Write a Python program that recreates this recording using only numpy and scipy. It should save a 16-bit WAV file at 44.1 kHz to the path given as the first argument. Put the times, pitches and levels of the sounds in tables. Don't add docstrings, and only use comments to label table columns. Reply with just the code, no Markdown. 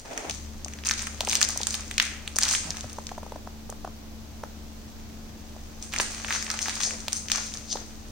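import sys
import numpy as np
from scipy import signal
from scipy.fft import rfft, irfft
from scipy.io import wavfile

SR = 44100
rng = np.random.default_rng(int(sys.argv[2]) if len(sys.argv) > 2 else 0)


def dump_mix(stems):
    frames = np.atleast_2d(stems).T
    limited = np.clip(frames, -1, 1)
    pcm = np.round(limited * 32767).astype(np.int16)
    wavfile.write(sys.argv[1], SR, pcm)


N = 357651


def amp(db):
    return 10 ** (np.asarray(db) / 20)


def unit_rms(x):
    return x / np.sqrt(np.mean(x ** 2) + 1e-20)


def spectrum_at(points, hz, column=1):
    points = np.array(points, float)
    return np.interp(np.log(hz + 1), np.log(points[:, 0] + 1), points[:, column])


def add(mix, start_s, sound):
    part = mix[..., max(round(start_s * SR), 0):][..., :sound.shape[-1]]
    part += sound[..., :part.shape[-1]]


def drift(rate_hz):
    hz = np.fft.rfftfreq(N, 1 / SR)
    return unit_rms(irfft(rfft(rng.standard_normal(N)) * np.exp(-(hz / rate_hz) ** 2) * (hz > 0), N))


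def stereo_noise(colour, likeness):
    hz = np.fft.rfftfreq(N, 1 / SR)
    left, other = rfft(rng.standard_normal((2, N)))
    same = np.clip(spectrum_at(likeness, hz), -1, 1)
    right = same * left + np.sqrt(1 - same ** 2) * other
    return unit_rms(irfft(np.array([left, right]) * amp(spectrum_at(colour, hz)), N))


# f/Hz, level/dB
HUM_PARTIALS = [(73.7, -47.5), (221, -49.5), (294.7, -60)]
# f/Hz, relative level/dB
ROOM_TONE = [(12, -34), (20, 3), (49, -9.5), (86, -9), (146, -15), (222, -14.5), (422, -20), (780, -23),
             (1220, -28), (2080, -31.5), (6180, -30.5), (9400, -42.5), (16000, -37)]
# f/Hz, left-right correlation
STEREO_LIKENESS = [(30, 0.65), (200, 0.82), (600, 0.32), (1500, 0)]


def background(hum_start_s=0.28, tone_db=-44, early_db=-4, waver_db=1.0, fade_db_per_s=0.95):
    t = np.arange(N) / SR
    on = np.clip((t - hum_start_s) * 20 + 0.5, 0, 1)
    offset = np.array([[0], [0.04]])
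    partials = []
    for hz, db in HUM_PARTIALS:
        peak = amp(db + waver_db * drift(21)) * np.sqrt(2)
        cycles = hz * t + 0.026 * drift(2.0) + offset
        partials.append(peak * np.sin(2 * np.pi * cycles))
    hum = partials[0] * amp(fade_db_per_s * (t.mean() - t)) + sum(partials[1:])
    tone = amp(tone_db + early_db * (1 - on)) * stereo_noise(ROOM_TONE, STEREO_LIKENESS)
    return hum * on * amp([[1.7], [-1.7]]) + tone


# f/Hz, T60/s
ROOM_DECAY = [(200, 0.79), (800, 0.17), (2000, 0.51), (5000, 0.48), (8000, 0.49), (15000, 0.13)]


def room(send, predelay_s=0.00022, build_s=0.0012):
    t = np.arange(SR) / SR
    taps = rng.standard_normal((2, SR)) * (rng.random((2, SR)) < 0.15)
    taps *= np.clip((t - predelay_s) / build_s, 0, 1)
    hz, age, bands = signal.stft(taps, SR, nperseg=256)
    decay = amp(-60 * age / spectrum_at(ROOM_DECAY, hz)[:, None])
    tail = signal.istft(bands * decay, SR, nperseg=256)[1]
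    return signal.fftconvolve(np.atleast_2d(send), tail / np.linalg.norm(tail[0]), axes=1)[:, :N]


# t/s, level/dB
GRIP_LEVELS = [(0, -47), (0.55, -57), (1.55, -42.5), (2.25, -53), (2.7, -44.5), (3.6, -67.5), (5.8, -56.5),
               (6.15, -39.5), (8.1, -56.5)]


def grip_db():
    times, levels = np.array(GRIP_LEVELS, float).T
    return np.interp(np.arange(N) / SR, times, levels)


def stroke(start, hold, attack_s=0.0055, relax_db_per_s=436):
    t = np.arange(N) / SR - start
    return np.clip(t / attack_s, 0, 1) * amp(-relax_db_per_s * np.clip(t - hold, 0, 1))


# t/s, hold/s, level/dB
FLOOR_SKIDS = [(0.046, 0.23, -44), (0.11, 0.09, -44), (0.244, 0.041, -40), (1.23, 0.22, -49),
               (2.637, 0.061, -52), (5.972, 0.057, -48), (6.808, 0.16, -51), (7.364, 0.062, -50),
               (7.72, 0.1, -48.5)]
# f/Hz, relative level/dB
RUB_COLOUR = [(60, -63), (250, 0.5), (450, 1.5), (750, 3), (1200, -7), (2200, -7.5), (5000, -23)]


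def floor_rub(uneven_db=2, fidget_db=-11):
    fidget = amp(grip_db() + fidget_db)
    skids = sum(amp(db) * stroke(start, hold) for start, hold, db in FLOOR_SKIDS)
    return stereo_noise(RUB_COLOUR, STEREO_LIKENESS) * (fidget + skids) * amp(uneven_db * drift(26))


# t/s, level/dB, f/Hz
JAW_AND_PAW_KNOCKS = [(0.661, -31.5, 720), (1.2085, -21.5, 800), (1.235, -29, 700), (1.276, -20.5, 764),
                      (1.56, -27.5, 725), (1.605, -27, 685), (2.363, -27.5, 740), (2.693, -32.5, 745),
                      (2.843, -27.5, 680), (2.985, -24.5, 780), (3.117, -25, 780), (3.181, -25, 800),
                      (3.231, -27.5, 760), (3.264, -29.5, 776), (3.322, -25, 774), (3.36, -27.5, 720),
                      (3.473, -27.5, 756), (3.696, -29.5, 670), (3.725, -29, 770), (3.848, -24, 740),
                      (3.875, -27, 784), (4.436, -23, 720), (5.564, -35.5, 690), (5.999, -17, 1020),
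                      (6.0, -25, 555), (6.683, -25, 824), (6.874, -30.5, 610), (7.081, -28.5, 764),
                      (7.7565, -22.5, 676)]
# t/s, level/dB, f/Hz
BODY_BUMPS = [(2.65, -35, 188), (2.69, -35, 174), (2.84, -35, 122.5)]


def padded_blows(rows, swell_s, delay_s, edge, touch, grit, gap_swells, sag, vary_db=3):
    out, t = np.zeros(N), np.arange(4000) / SR
    for start, db, hz in rows:
        gap, edge_ratio, stretch = rng.uniform([0.7, 1.5, 0.8], [1.4, 2.1, 1.2])
        edge_gain, touch_gain = np.array([edge, touch]) * amp(vary_db * rng.uniform(-1.3, 1, 2))
        ring_s = swell_s * stretch
        parts = ((1, hz, ring_s, start),
                 (edge_gain, edge_ratio * hz, ring_s / np.sqrt(2), start),
                 (touch_gain, hz, ring_s / np.sqrt(2), start - gap * gap_swells * swell_s))
        for gain, pitch, life, when in parts:
            envelope = (t / life / 2) ** 2 * np.exp(2 - t / life)
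            cycles = np.cumsum(pitch * (1 + sag * (np.exp(-t / life / 2) - 1 / np.e))) / SR
            ring = np.sin(2 * np.pi * (cycles + rng.random()))
            fabric = grit * rng.standard_normal(len(t))
            add(out, when + delay_s, gain * amp(db) * envelope * (ring + fabric))
    return out


# peak t/s, rise/s, fall/s, level/dB, centre f/Hz
HISS_SWELLS = [(2.012, 0.0055, 0.11, -36.5, 1980), (6.008, 0.008, 0.021, -38, 6440),
               (6.355, 0.049, 0.039, -35, 5550), (6.622, 0.01, 0.036, -36, 6350),
               (6.838, 0.016, 0.045, -29, 5950), (7.165, 0.029, 0.033, -37, 7360),
               (7.324, 0.004, 0.083, -34, 5300), (7.728, 0.018, 0.0082, -28.5, 4840)]


def hiss_swells(width_octaves=0.53, grain_db=2.5, pan_db=1):
    out, t = np.zeros(N), np.arange(N) / SR
    hz = np.fft.rfftfreq(N, 1 / SR) + 1
    for peak_s, rise, fall, db, centre_hz in HISS_SWELLS:
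        band = np.exp(-(np.log2(hz / centre_hz) / width_octaves) ** 2 / 2)
        swell = np.exp(-np.maximum((peak_s - t) / rise, (t - peak_s) / fall))
        out += amp(db) * swell * unit_rms(irfft(rfft(rng.standard_normal(N)) * band, N))
    grain = unit_rms(amp(grain_db * drift(600)))
    return out * grain * amp([[pan_db], [-pan_db]])


def facet(hz, q, crack, overtone=0, low_cut_hz=600):
    impulse = signal.unit_impulse(256)
    click = crack * unit_rms(impulse)
    for pitch, gain in ((hz, 1), (hz * rng.uniform(0.98, 3.63), overtone * (hz < SR / 10))):
        mode = signal.iirpeak(min(pitch, SR / 4), max(q, 0.6), fs=SR)
        click += gain * unit_rms(signal.lfilter(*mode, signal.lfilter(*mode, impulse)))
    low_cut = signal.butter(2, low_cut_hz, "hp", fs=SR, output="sos")
    return signal.sosfilt(low_cut, unit_rms(click) / np.sqrt(len(click)))


def crackle(low_hz, high_hz, per_s, q, crack, spread_db=5.4, pan_db=3, pitches=14):
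    out = np.zeros((2, N))
    for hz in np.geomspace(low_hz, high_hz, pitches):
        at = np.flatnonzero(rng.random(N) < per_s / pitches / SR)
        size = amp(spread_db * np.minimum(rng.exponential(1, N)[at], 2.6))
        side_db = pan_db * rng.standard_normal(N)[at]
        triggers = np.zeros((2, N))
        triggers[:, at] = size * amp([side_db, -side_db])
        out += signal.oaconvolve(triggers, facet(hz, q, crack)[None], axes=1)[:, :N]
    return unit_rms(out)


# t/s, hold/s, level/dB, share of large dull facets/dB
TOY_SQUEEZES = [(0.29, 0.053, -38.5, -14), (0.846, 0.051, -32, -4), (0.974, 0.057, -35.5, -2.5),
                (1.277, 0.084, -31, -5.5), (1.396, 0.022, -37, 1), (1.492, 0.018, -29.5, -4),
                (1.664, 0.089, -37, -5), (1.997, 0.081, -35.5, -15), (2.406, 0.11, -30, -5.5),
                (2.501, 0.055, -25, -12), (5.815, 0.017, -39, -18), (5.926, 0.043, -36, 3.5),
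                (5.996, 0.025, -28.5, -3), (6.307, 0.049, -33, -0.5), (6.44, 0.1, -38.5, 0),
                (6.6, 0.073, -34.5, -9), (6.656, 0.039, -34, 2), (6.724, 0.06, -33, -6),
                (6.803, 0.025, -29, -3.5), (7.124, 0.055, -33, -17), (7.301, 0.073, -36.5, 1),
                (7.403, 0.061, -38.5, -12), (7.538, 0.036, -41.5, -6)]


def foil_crinkle(bright_db=-2, clump_db=2, held_dull_db=-2):
    bright_power = amp(grip_db()) ** 2
    dull_power = bright_power * amp(held_dull_db) ** 2
    for start, hold, db, dull_db in TOY_SQUEEZES:
        power = (amp(db) * stroke(start, hold)) ** 2
        bright_power += power
        dull_power += power * amp(dull_db) ** 2
    bright = amp(bright_db) * np.sqrt(bright_power) * crackle(4860, 7800, per_s=520, q=0.86, crack=1.0)
    dull = np.sqrt(dull_power) * crackle(1020, 2680, per_s=300, q=0.61, crack=0.071)
    clumps = unit_rms(amp(clump_db * drift(90)))
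    return clumps * (bright + dull)


def stray_buckles(per_s=7.2, low_hz=1690, high_hz=6100, above_grip_db=22.5, spread_db=7):
    when, size, pitch = rng.random((round(per_s * N / SR), 3)).T
    at = (when * N).astype(int)
    db = grip_db()[at] + above_grip_db + spread_db * (2 * size - 1)
    return list(zip(at / SR, db, low_hz * (high_hz / low_hz) ** pitch))


def toy_response(t, shiver_s=0.0032, shiver_db=-9.5, fold=0.61, fold_s=0.00035):
    shiver = rng.standard_normal((2, len(t))) ** 3 * np.exp(-t / shiver_s)
    shiver *= amp(shiver_db) / np.linalg.norm(shiver, axis=1, keepdims=True)
    scatter = rng.standard_normal((2, len(t))) * np.exp(-t / fold_s)
    response = shiver + fold * scatter / np.linalg.norm(scatter, axis=1, keepdims=True)
    response[:, 0] += np.sqrt(1 - fold ** 2)
    return response


# delay/s, level/dB
WALL_ECHOES = [(0.0028, -12), (0.0153, -22)]
# t/s, level/dB, facet f/Hz
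FOIL_BUCKLES = [(0.177, -5, 1900), (0.2974, -5, 3030), (0.3098, -8, 4540), (0.647, -11, 5650),
                (0.683, -14.5, 1840), (0.7364, -15.5, 1910), (0.788, -20, 1900), (0.8375, -15, 2280),
                (0.8503, -14, 5500), (0.8565, -13, 2980), (0.867, -6.5, 2370), (0.8714, -2.5, 7750),
                (0.8887, -2, 5240), (0.896, -2, 2010), (0.9111, 3, 1590), (0.9179, -12, 5000),
                (0.9376, -8.5, 4240), (0.9821, -11, 4830), (0.9937, -9, 2000), (1.0196, -11, 1900),
                (1.0704, -6.5, 2120), (1.0741, -10, 1370), (1.2073, 1, 3800), (1.217, -16, 4540),
                (1.2498, -9.5, 7000), (1.2728, -6, 2830), (1.2881, -7, 5000), (1.2966, -2, 8000),
                (1.3052, -6, 3820), (1.3136, -2.5, 2730), (1.3255, -4, 6200), (1.331, 0.5, 2670),
                (1.3365, -8, 6400), (1.347, -7, 3900), (1.3541, 4.5, 4200), (1.3622, -8, 6500),
                (1.3697, -5, 6000), (1.4093, -6, 5400), (1.4148, 6.5, 1870), (1.4263, -3, 4500),
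                (1.4288, 7, 4930), (1.44, -4, 6500), (1.4494, -4, 5400), (1.4888, -2.5, 8900),
                (1.5753, -3, 8700), (1.615, -8.5, 4470), (1.633, -4, 4100), (1.6702, 1.5, 7100),
                (1.707, -7.5, 5600), (1.743, -2, 3300), (1.7522, -7.5, 6400), (1.808, -15.5, 7500),
                (1.9126, -6.5, 2520), (1.981, 4, 2660), (1.9999, 9, 2160), (2.025, -2, 7360),
                (2.0527, -11, 4000), (2.2774, -6.5, 2850), (2.36, -7.5, 6200), (2.3652, -3.5, 5860),
                (2.3868, 4, 8700), (2.3869, -1.5, 1950), (2.409, -8, 5000), (2.4142, -6, 6500),
                (2.421, -8, 1700), (2.4262, -1, 5400), (2.4336, 5, 5000), (2.44, -5, 1700),
                (2.453, -3, 4420), (2.483, -6, 5000), (2.489, -3.5, 1900), (2.4902, -7, 3820),
                (2.5184, -7, 2470), (2.5285, -8, 4500), (2.538, -3.5, 1700), (2.5502, 0, 2320),
                (2.7059, -6, 5040), (2.77, -12.5, 2540), (2.8089, -12, 4200), (2.8972, -21, 4460),
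                (2.9306, -16, 9000), (3.0688, -12, 5000), (3.0918, -15, 2000), (3.701, -11.5, 9600),
                (5.8265, -16.5, 5060), (5.923, -19, 4470), (5.9377, -5.5, 2550), (5.9627, -3.5, 2380),
                (5.9863, -4, 5340), (6.0, 0.5, 2260), (6.2469, -8, 1520), (6.2847, -9, 1600),
                (6.307, 0, 1290), (6.326, -1.5, 1850), (6.3614, -8, 1700), (6.4258, -7.5, 1600),
                (6.4668, -12.5, 2400), (6.5023, -3, 1360), (6.5145, -6.5, 6500), (6.574, -15, 4460),
                (6.5908, -5, 2670), (6.6193, -10, 6000), (6.6234, -13, 6000), (6.6586, -8, 1700),
                (6.6838, -4.5, 2000), (6.7553, -9.5, 4800), (6.8138, -7.5, 3380), (6.835, -2.5, 4460),
                (6.9082, -7.5, 2000), (7.0824, -2, 3340), (7.1236, -11, 3280), (7.1305, -1.5, 6700),
                (7.285, -11, 2600), (7.3003, -8.5, 1990), (7.3176, 4, 4570), (7.3588, -4, 5900),
                (7.3738, -10, 2400), (7.5393, -12, 5200), (7.5725, -17, 5600), (7.7714, -14, 1390)]


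def foil_snaps(pan_db=0.6, strain_s=0.0006, strain_db=-13, jitter_s=0.0014, send_db=-10.5):
    out, send = np.zeros((2, N)), np.zeros(N)
    t = np.arange(1024) / SR
    for start, db, hz in FOIL_BUCKLES + stray_buckles():
        click = amp(db) * facet(hz, q=0.92, crack=0.6, overtone=0.6)
        snap = signal.fftconvolve(toy_response(t), click[None], axes=1)
        snap *= np.linalg.norm(click) / np.linalg.norm(snap, axis=1, keepdims=True)
        pan = amp(pan_db * rng.uniform(-1.1, 1) * np.array([[1], [-1]]))
        add(out, start, pan * snap)
        for delay, wall_db in WALL_ECHOES:
            for side in (0, 1):
                add(out[side], start + delay + jitter_s * rng.random(), amp(wall_db) * snap[1 - side])
        strain = rng.standard_normal(len(t)) * np.exp(-t[::-1] / strain_s)
        creak = signal.fftconvolve(strain / np.linalg.norm(strain), click)
        add(out, start - len(t) / SR, pan * amp(strain_db) * creak)
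        add(send, start, amp(send_db - 3.0 * np.log2(hz / 3300)) * click)
    return out, send


# f/Hz, left level/dB, right level/dB
PORT_EQ = [(3000, 0, 0), (4400, 2, 1), (5600, 6.5, 2), (6400, 11.5, 1.5), (7300, 3, 2.5), (8200, -7, 5.5),
           (9000, -14.5, 7.5), (9700, -23, -3), (10900, -23, -14), (12000, -18, -12), (14000, -12.5, -3)]


def microphone_ports(x, taps=1024):
    hz = abs(np.fft.fftfreq(taps, 1 / SR))
    log_gain = np.log(amp([spectrum_at(PORT_EQ, hz, column) for column in (1, 2)]))
    response = np.fft.ifft(np.exp(np.conj(signal.hilbert(log_gain)))).real
    return signal.oaconvolve(x, response, axes=1)[:, :N]


def scene(crinkle_db=-4.5, crinkle_send_db=-6.0, swell_send_db=-8, blow_send_db=-11, hiss_db=-67.5):
    snaps, snap_send = foil_snaps()
    crinkle, swells = foil_crinkle(), hiss_swells()
    knocks = padded_blows(JAW_AND_PAW_KNOCKS, swell_s=0.000492, delay_s=0.0009,
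                          edge=0.37, touch=0.83, grit=0.14, gap_swells=4.03, sag=0.14)
    bumps = padded_blows(BODY_BUMPS, swell_s=0.0047, delay_s=0,
                         edge=0.55, touch=0.47, grit=0.11, gap_swells=2.9, sag=0.23)
    blows = knocks + bumps
    close = snaps + amp(crinkle_db) * crinkle + swells + blows + floor_rub()
    reverb = room(snap_send + amp(crinkle_send_db) * crinkle
                  + amp(swell_send_db) * swells + amp(blow_send_db) * blows)
    hiss = amp(hiss_db) * rng.standard_normal((2, N))
    return microphone_ports(close + reverb + hiss) + background()


def record(dry):
    low_pass = signal.firwin(511, 15950, window=("kaiser", 9), fs=SR)
    return signal.oaconvolve(np.clip(dry, -1, 1), low_pass[None], "same")


dry = scene()
out = record(dry)
dump_mix(out)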